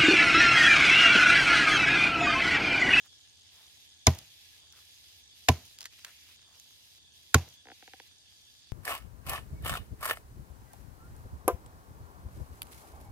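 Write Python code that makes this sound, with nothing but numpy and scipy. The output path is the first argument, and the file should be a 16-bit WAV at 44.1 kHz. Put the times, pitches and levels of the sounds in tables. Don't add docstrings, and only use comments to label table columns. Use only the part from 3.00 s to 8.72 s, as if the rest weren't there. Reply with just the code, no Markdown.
import sys
import numpy as np
from scipy import signal
from scipy.fft import rfft, irfft
from scipy.io import wavfile
from scipy.ndimage import uniform_filter1d

SR = 44100
rng = np.random.default_rng(int(sys.argv[2]) if len(sys.argv) > 2 else 0)


def log_audio(samples):
    frames = np.atleast_2d(samples).T
    limited = np.clip(frames, -1, 1)
    pcm = np.round(limited * 32767).astype(np.int16)
    wavfile.write(sys.argv[1], SR, pcm)


N = 252252
TIME = np.arange(N) / SR

# frequency in Hz, relative level in dB.
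AIR_COLOUR = [(15, -57), (25, -28), (63, -5), (80, 3), (118, -5.5), (173, -14.5), (276, -14), (583, -21.5),
              (840, -18), (1230, -27), (1600, -25), (2080, -45), (3520, -120)]
AIR_DB = -70.5
# frequency in Hz, relative level in dB.
HISS_COLOUR = [(1100, -32), (1750, -16.5), (2200, -14.5), (2800, -9), (3450, -1.5), (4100, -6.5),
               (4800, -3), (5500, -8), (6700, -7), (7500, -13.5), (9700, -14), (10600, -19.5), (13000, -22),
               (15200, -31), (16000, -42.5)]
# centre in Hz, half-width in Hz, relative level in dB.
HISS_BANDS = [(1695, 25, -7.5), (3420, 230, -3)]
# time in seconds, level in dB before its patches and side lean.
HISS_LEVEL = [(0, -59), (2.6, -59.5), (4.1, -61.5), (5.7, -60)]
# time in seconds, level in dB.
INSECT_LEVEL = [(0, -81.5), (3.2, -73.5), (3.7, -75.5), (4.6, -74.5), (4.85, -76), (5.72, -69.5)]
# frequency in Hz, likeness from -1 to 1.
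NEAR_LIKENESS = [(100, 0.88), (1000, 0.92), (2000, 1), (4000, 0.85), (7000, 1), (15000, 0.48)]
# frequency in Hz, likeness from -1 to 1.
AIR_LIKENESS = [(80, 0.1), (900, 0.4), (2200, 0.1), (3500, -0.5), (4700, 0.1), (6000, -0.2), (9000, 0.1)]
# frequency in Hz, likeness from -1 to 1.
SCATTER_LIKENESS = [(100, 0.95), (500, 0.63), (1000, 0.6), (2000, 0.94), (4000, .1), (15000, 0.11)]
# frequency in Hz, lag in radians.
PORT_LAG = [(100, 0), (1400, 0.63), (2400, 1.81), (3500, 1.06), (6000, 2), (9000, 1.5), (15000, 3.5)]
# frequency in Hz, left over right in dB.
PORT_SHADE = [(100, -1), (400, -0.94), (2000, 0), (4500, 0), (7200, -2.5), (9000, -1.5), (13000, -2)]

# time of the first chip in seconds, mean envelope in dB, mid pitch in Hz.
NEAR_CHIPS = [(2.24, -58, 5800), (3.605, -61, 6100)]
CHIP_GAP_S = .0385
FAR_CHIP_DB, FAR_CHIP_SPREAD_DB, FAR_CHIP_HZ, FAR_CHIP_SPREAD_HZ = -65.5, 4, 6310, 520
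FAR_CHIPS_PER_S, FAR_CHIP_S = 36, .006
# middle in seconds, peak level in dB, Gaussian length in seconds, centre in Hz.
SCUFFS = [(.06, -58.5, 0.0087, 1530), (0.596, -68, 0.058, 880), (1.632, -74, 0.052, 835),
          (1.77, -64.5, .035, 1400), (2.821, -61.5, 0.018, 1010), (2.991, -58.5, 0.009, 2780),
          (3.079, -56.5, 0.025, 1700), (3.298, -62, 0.022, 2080), (3.53, -69, 0.055, 940)]

# time in seconds, level in dB, length in seconds, brightness in dB per octave, ring in Hz.
SNAPS_AND_TICK = [(1.189, -42, 0.0009, 4, 5070), (1.7255, -51.5, 0.0005, 3, 5800),
                  (2.788, -44, 0.00082, 1.5, 4650), (2.808, -39.5, .0009, 2, 4900),
                  (2.8565, -37, 0.00042, 1, 1900), (2.86, -41.5, 0.0057, -1, 1760),
                  (3.0488, -36.5, 0.0014, 0, 1650), (3.599, -48, 0.00044, 4, 6330)]
# frequency in Hz, relative level in dB.
SNAP_COLOUR = [(200, -17), (900, -10), (1700, -2), (3000, 2.5), (5500, 1.5), (7000, 1), (8000, -8),
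               (12500, -5.5), (16000, -13)]
SNAP_RING_DB, SNAP_RING_WIDTH_HZ = 9, 300
TEAR_START_S, TEAR_GAP_S, TEAR_LENGTH_S, TEAR_HZ = 2.8165, .013, .0013, 5200
TEAR_DB, TEAR_FADE_DB_PER_S = -43, 150
DEBRIS_FROM_S, DEBRIS_TO_S, DEBRIS_TILT_DB, DEBRIS_HZ = .06, 0.22, 8, 6030
DEBRIS_DB, DEBRIS_FADE_DB_PER_S = -45.5, 70
FAINTEST_TICK_DB, TICK_RANGE_DB, TICK_TILT_DB, TICKS_PER_S = -66.5, 8.5, -3, 9.7

# frequency in Hz, relative level in dB.
RASP_COLOUR = [(2400, -15.5), (3000, -0.5), (3600, -3), (3950, 7.5), (4350, -0.5), (5000, 2.5),
               (6700, -3.5), (7500, -8), (10000, -5), (11800, -2.5), (12500, -4.5), (13200, -5),
               (15000, -9.5), (15800, -18.5)]
# frequency in Hz, relative level in dB.
LOW_BUZZ_COLOUR = [(1000, -32.5), (1550, -16.5), (1750, -5), (2300, 2), (2800, 5), (3500, -18), (6000, -51)]
# start in seconds, length in seconds, then rasp and low buzz in dB before growth and side lean.
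PHRASES = [(0.499, 0.36, -62.5, -68.5), (1.136, 0.45, -60.5, -66.5), (1.735, 0.47, -60.5, -68.5),
           (2.336, 0.41, -58.5, -69), (2.894, 0.454, -60.5, -64), (3.52, 0.45, -61.5, -73),
           (4.12, .43, -62, -73), (4.707, 0.37, -63, -66.5), (5.273, .32, -66.5, -94)]
PHRASE_ATTACK_S, PHRASE_RELEASE_S, PHRASE_GROWTH_DB = 0.034, 0.03, 0.5

# time in seconds, crush level in dB, crush length in seconds, brightness in dB per octave,
# thud trim in dB, tail trim in dB, crush left over right in dB.
BLOWS = [(1.07, -11, 0.00092, 2, 1, 2, 1.5), (2.488, -11, 0.0014, -0.1, -2, 0, -2),
         (4.3454, -10.5, 0.0012, 2.16, -0.5, 0, -1)]
# frequency in Hz, width in Hz, relative level in dB before the blow's brightness.
SLABS = [
    [(727, 130, 6), (1260, 47, -9.5), (1440, 43, -9.5), (2230, 120, 0), (3580, 130, -2), (4050, 160, -5),
     (5140, 310, -2), (6020, 140, -5), (6410, 410, -1.5), (9030, 270, -12.5), (11620, 200, -14.5)],
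    [(758.4, 100, 6.5), (1161.6, 120, -10), (1938, 760, -7.5), (2460, 320, -2), (2933, 330, -10),
     (3640, 130, -6.5), (4460, 260, -9.5), (5350, 590, -11), (6804, 200, -10.5), (11100, 450, -13.5),
     (13400, 230, -16)],
    [(753, 69, 6.5), (1460, 187, 7.5), (1656, 110, 6.5), (2080, 230, -8), (2300, 190, -1.5),
     (3160, 150, -9), (3856, 290, -7), (4730, 93, -6), (5764, 200, -10), (6570, 520, -7.5),
     (8420, 660, -17), (12290, 160, -18)],
]
# frequency in Hz, relative level in dB before the blow's brightness.
CRUSH_COLOUR = [(150, -30.5), (400, -22), (1000, -22.5), (2500, -16.5), (6800, -17), (7700, -23),
                (12000, -22.5), (14500, -25.5), (16500, -39)]
# frequency in Hz, level in dB before the low cut and the blow's trim,
# 60 dB decay in seconds, delay in seconds, rise in seconds.
THUD_MODES = [(84, -10, 0.14, 0.0018, 0.0034), (131.6, -7.5, .085, .003, 0.011)]
# frequency in Hz, 60 dB decay in seconds, delay in seconds,
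# rise in seconds, then level in dB for the first, second and third blow, before the side lean.
KNOCK_MODES = [(238, 0.055, 0.0026, 0.0044, -10.5, -12, -13), (349, 0.035, 0.0036, 0.0068, -10, -11, -11),
               (437, 0.034, .002, 0.0033, -11, -13.5, -10.5), (546.9, .04, 0.0029, 0.012, -28.5, -19, -17),
               (641, 0.056, .003, .004, -15.5, -20.5, -38), (774, 0.082, .003, 0.0015, -26, -40, -31.5),
               (1004, 0.052, 0.0038, 0.0012, -19, -17.5, -36.5),
               (1086, 0.041, 0.0016, 0.0034, -22.5, -28, -14.5)]
# frequency in Hz, relative level in dB.
CRUMBLE_COLOUR = [(100, -19), (300, -2), (900, 0), (1500, -3), (2500, -4.5), (4500, -9), (6800, -14),
                  (7800, -24.5), (13000, -22), (16000, -29.5)]
# frequency in Hz, relative level in dB.
SCATTER_COLOUR = [(40, -5.5), (85, 16.5), (180, 5), (400, 0.5), (800, 2), (1400, -7.5), (2500, -6),
                  (4500, -8), (6800, -8), (7800, -20), (13000, -13.5), (16000, -25)]
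# frequency in Hz, 60 dB decay in seconds.
SCATTER_T60 = [(80, 0.34), (300, 0.31), (900, 0.3), (3000, 0.37), (12000, 0.32)]

# start in seconds, slips, first gap in seconds,
# growth factor of the gap per slip, full level in dB, full brightness in dB per octave.
CREAK_RUNS = [(4.6544, 5, .0155, 1.0, -60.5, -0.1), (4.8244, 4, .0524, 1.11, -58.5, 2)]
# frequency in Hz, relative level in dB.
SLIP_COLOUR = [(130, -23), (300, -0.5), (480, 1), (640, -8.5), (775, 8), (920, -2.5), (1150, -16),
               (1600, 1), (2300, -3), (2900, -9), (4500, -15), (9000, -34)]
FIRST_SLIP_DB, FIRST_SLIP_TILT_DB, GRIP_SLIPS = -5.5, -1.5, 0.75
SLIP_UNEVEN_DB, SLIP_UNEVEN_PITCH = 1.5, .08
EDGE_HZ = 16200


def amp(db):
    return 10 ** (np.asarray(db) / 20)


def unit(x):
    return x / np.sqrt(np.mean(x ** 2) + 1e-20)


def read(points, hz):
    f, value = np.transpose(points)
    return np.interp(np.log(hz + 1), np.log(f + 1), value)


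def tilt(db, hz):
    return amp(db * np.log2((hz + 100) / 4000))


def bins(size):
    return np.fft.rfftfreq(size, 1 / SR)


def add(mix, s, sound):
    start = round(s * SR)
    sound = sound[..., max(-start, 0):]
    part = mix[:, max(start, 0):][:, :sound.shape[-1]]
    part += sound[..., :part.shape[1]]


def pair(z, likeness, hz):
    c = np.clip(read(likeness, hz), -1, 1)
    mid = np.sqrt((1 + c) / 2) * z[0]
    side = np.sqrt((1 - c) / 2) * z[1]
    return np.array([mid + side, mid - side])


def noise(gain, likeness, size, grain_db=0):
    clumps = np.repeat(rng.standard_normal(size // 32 + 1), 32)[:size]
    z = rfft(rng.standard_normal((2, size)) * amp(grain_db * clumps))
    return unit(irfft(pair(z, likeness, bins(size)) * gain, size))


def causal(gain):
    log_gain = np.log(np.r_[gain, gain[-2:0:-1]] + 1e-5)
    return np.exp(np.conj(signal.hilbert(log_gain)))[:len(gain)]


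def fracture(gain, length, size=4096):
    t, hz = (np.arange(size) - size // 8) / SR, bins(size)
    swell = np.exp(-np.sqrt((t / length) ** 2 + 1))
    z = pair(rfft(rng.standard_normal((2, size)) * swell), NEAR_LIKENESS, hz)
    z /= np.sqrt(uniform_filter1d((abs(z) ** 2).mean(0), size=29))
    z[0] *= np.exp(-1j * read(PORT_LAG, hz))
    entry = np.clip(1.3 + .33 * t / length, 0, 1) ** 2
    z = rfft(irfft(z) * entry) * amp(np.outer([.5, -.5], read(PORT_SHADE, hz)))
    return unit(irfft(z * causal(gain))) * np.sqrt(.004 * SR / size)


def hillside(insect_hz=4700, insect_width=55, patchy_db=2.08):
    hz = bins(N)
    colour = amp(read(HISS_COLOUR, hz))
    colour = colour + sum(amp(db) / (1 + ((hz - f) / width) ** 2) for f, width, db in HISS_BANDS)
    f, t, z = signal.stft(noise(colour, AIR_LIKENESS, N, grain_db=1.6), SR, nperseg=512)
    patches = uniform_filter1d(rng.standard_normal(z.shape[1:]), size=4, axis=0)
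    patches = unit(uniform_filter1d(patches, size=9, axis=1))
    level_db = np.interp(t, *np.transpose(HISS_LEVEL)) + patchy_db * patches
    hiss = signal.istft(z * amp(level_db), SR)[1][:, :N]
    buzz = noise(1 / (1 + ((hz - insect_hz) / insect_width) ** 2), NEAR_LIKENESS, N)
    buzz = buzz * amp(np.interp(TIME, *np.transpose(INSECT_LEVEL)))
    air = amp(AIR_DB) * noise(amp(read(AIR_COLOUR, hz)), AIR_LIKENESS, N)
    return air + hiss * amp([[-.6], [.6]]) + buzz


def bird(near_s=0.0081, fall=0.3):
    out = np.zeros((2, N))
    near = [(s + delay, db, hz, near_s) for s, db, hz in NEAR_CHIPS for delay in (0, CHIP_GAP_S)]
    far = []
    for at, force, pitch in rng.random((int(FAR_CHIPS_PER_S * N / SR), 3)):
        db = FAR_CHIP_DB + FAR_CHIP_SPREAD_DB * (2 * force - 1)
        hz = FAR_CHIP_HZ + FAR_CHIP_SPREAD_HZ * (2 * pitch - 1)
        far.append((at * N / SR, db, hz, FAR_CHIP_S))
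    for s, db, hz, length in near + far:
        t = np.arange(0, length, 1 / SR)
        turns = np.cumsum(hz * (1 + fall * (.5 - t / length))) / SR
        tone = np.sin(2 * np.pi * (turns + rng.random((2, 1))))
        add(out, s - length / 2, amp(db) * 2 * np.hanning(len(t)) * tone)
    return out


def scuffs(size=16384):
    out, hz, t = np.zeros((2, N)), bins(size), (np.arange(size) - size // 2) / SR
    for s, db, length, centre_hz in SCUFFS:
        colour = 1 / (1 + (np.log2((hz + 1) / centre_hz) / 0.36) ** 2) ** 0.4
        grit = noise(colour, NEAR_LIKENESS, size, grain_db=4)
        add(out, s + t[0], amp(db) * grit * np.exp(-(t / length) ** 2 / 2))
    return out


def splinters_and_ticks(size=4096, tear_count=3, debris_count=2):
    out, hz = np.zeros((2, N)), bins(size)
    litter = []
    for at, force, small in rng.random((int(TICKS_PER_S * N / SR), 3)):
        db = FAINTEST_TICK_DB + TICK_RANGE_DB * force
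        litter.append((at * N / SR, db, .0005, TICK_TILT_DB, 2500 + 4000 * small))
    tear = [(TEAR_START_S + age, TEAR_DB - TEAR_FADE_DB_PER_S * age, TEAR_LENGTH_S, 0, TEAR_HZ)
            for age in TEAR_GAP_S * np.arange(tear_count)]
    debris = []
    for blow in BLOWS:
        for age in (DEBRIS_TO_S - DEBRIS_FROM_S) * rng.random(debris_count):
            db = DEBRIS_DB - DEBRIS_FADE_DB_PER_S * age
            debris.append((blow[0] + DEBRIS_FROM_S + age, db, .0006, DEBRIS_TILT_DB, DEBRIS_HZ))
    for s, db, length, tilt_db, ring_hz in SNAPS_AND_TICK + tear + debris + litter:
        resonance_db = SNAP_RING_DB / (1 + ((hz - ring_hz) / SNAP_RING_WIDTH_HZ) ** 2)
        gain = amp(read(SNAP_COLOUR, hz) + resonance_db) * tilt(tilt_db, hz)
        add(out, s - size / 8 / SR, amp(db) * fracture(gain, length))
    return out


def cicada():
    rasp, buzz = (noise(amp(read(colour, bins(N))), AIR_LIKENESS, N, grain_db=2.3)
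                  for colour in (RASP_COLOUR, LOW_BUZZ_COLOUR))
    out = np.zeros((2, N))
    for s, length, rasp_db, buzz_db in PHRASES:
        age = np.clip(TIME - s, 0, length + PHRASE_RELEASE_S)
        attack, release = age / PHRASE_ATTACK_S, 1 - (age - length) / PHRASE_RELEASE_S
        gate = np.clip(np.minimum(attack, release), 0, 1)
        growth = amp(PHRASE_GROWTH_DB * (age / length - 2.0))
        out += gate * growth * (amp(rasp_db) * rasp + amp(buzz_db) * buzz)
    return out * amp([[-.6], [.6]])


def ring(modes, size=26460):
    t, out = np.arange(size) / SR, np.zeros(size)
    for k, (hz, db, t60, delay, rise) in enumerate(modes):
        age = np.maximum(t - delay, 0)
        envelope = amp(db - 60 * age / t60) * (1 - np.exp(-(age / rise) ** 2))
        out -= (-1) ** k * envelope * np.sin(2 * np.pi * hz * age)
    return out


def tail(crumble_db=-20, crumble_t60=0.052, scatter_db=-35, rise=0.001, size=26460):
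    t, hz = np.arange(size) / SR, bins(size)
    crumbs, brush = (noise(amp(read(colour, hz)), SCATTER_LIKENESS, size, grain_db=2.5)
                     for colour in (CRUMBLE_COLOUR, SCATTER_COLOUR))
    f, age, z = signal.stft(brush, SR, nperseg=256)
    decay_db = scatter_db - 60 * age / read(SCATTER_T60, f)[:, None]
    scatter = signal.istft(z * amp(decay_db), SR)[1][:, :size]
    return (crumbs * amp(crumble_db - 60 * t / crumble_t60) + scatter) * (1 - np.exp(-t / rise))


def axe(radiate_hz=52, size=4096):
    out, hz = np.zeros((2, N)), bins(size)
    mode_hz, t60, delay, rise, *spots = np.transpose(KNOCK_MODES)
    low_cut = signal.butter(2, radiate_hz, "high", fs=SR, output="sos")
    thud = signal.sosfilt(low_cut, ring(THUD_MODES))
    for blow, slab, spot_db in zip(BLOWS, SLABS, spots):
        s, crush_db, length, tilt_db, thud_db, tail_db, pan_db = blow
        power = amp(read(CRUSH_COLOUR, hz)) ** 2
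        for f, width, db in slab:
            power = power + amp(db) ** 2 / (1 + ((hz - f) / (0.79 * width)) ** 2) ** 2
        crack = fracture(np.sqrt(power) * tilt(tilt_db, hz), length)
        add(out, s - size / 8 / SR, amp(crush_db) * amp([[pan_db / 2], [-pan_db / 2]]) * crack)
        knock = ring(zip(mode_hz, spot_db, t60, delay, rise))
        body = (knock + amp(tail_db) * tail()) * amp([[-.7], [.7]])
        add(out, s, body + amp(thud_db) * thud)
    return out


def slips():
    for s, count, gap, growth, db, tilt_db in CREAK_RUNS:
        for k in range(round(count)):
            slack = np.exp(-k / GRIP_SLIPS)
            yield s, db + FIRST_SLIP_DB * slack, tilt_db + FIRST_SLIP_TILT_DB * slack
            s += gap * growth ** k


def creak(dispersion=0.1136, echo=0.5, echo_delay=0.00392, echo_hz=1300, size=4096):
    out, hz = np.zeros((2, N)), bins(size)
    phase = 4 * np.pi * dispersion * np.sqrt(hz)
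    lag = np.exp(-1j * read(PORT_LAG, hz))
    for s, db, tilt_db in slips():
        path = rng.uniform(.9, 1.1)
        back = echo / (1 + (hz / echo_hz) ** 4) * np.exp(-2j * np.pi * hz * echo_delay * path)
        force, pitch = rng.uniform(-1, 1, 2)
        colour = amp(read(SLIP_COLOUR, hz * (1 + SLIP_UNEVEN_PITCH * pitch)))
        slip = causal(colour * tilt(tilt_db, hz)) * np.exp(-1j * phase) * (1 + back)
        wave = unit(irfft([slip * lag, slip]))
        add(out, s - dispersion / np.sqrt(6000), amp(db + SLIP_UNEVEN_DB * force) * wave)
    return out


def scene():
    return axe() + creak() + hillside() + cicada() + splinters_and_ticks() + scuffs() + bird()


def record(dry):
    low_pass = signal.firwin(255, EDGE_HZ, window=("kaiser", 9), fs=SR)
    return signal.oaconvolve(dry, low_pass[None], "same")


dry = scene()
out = record(dry)
log_audio(out)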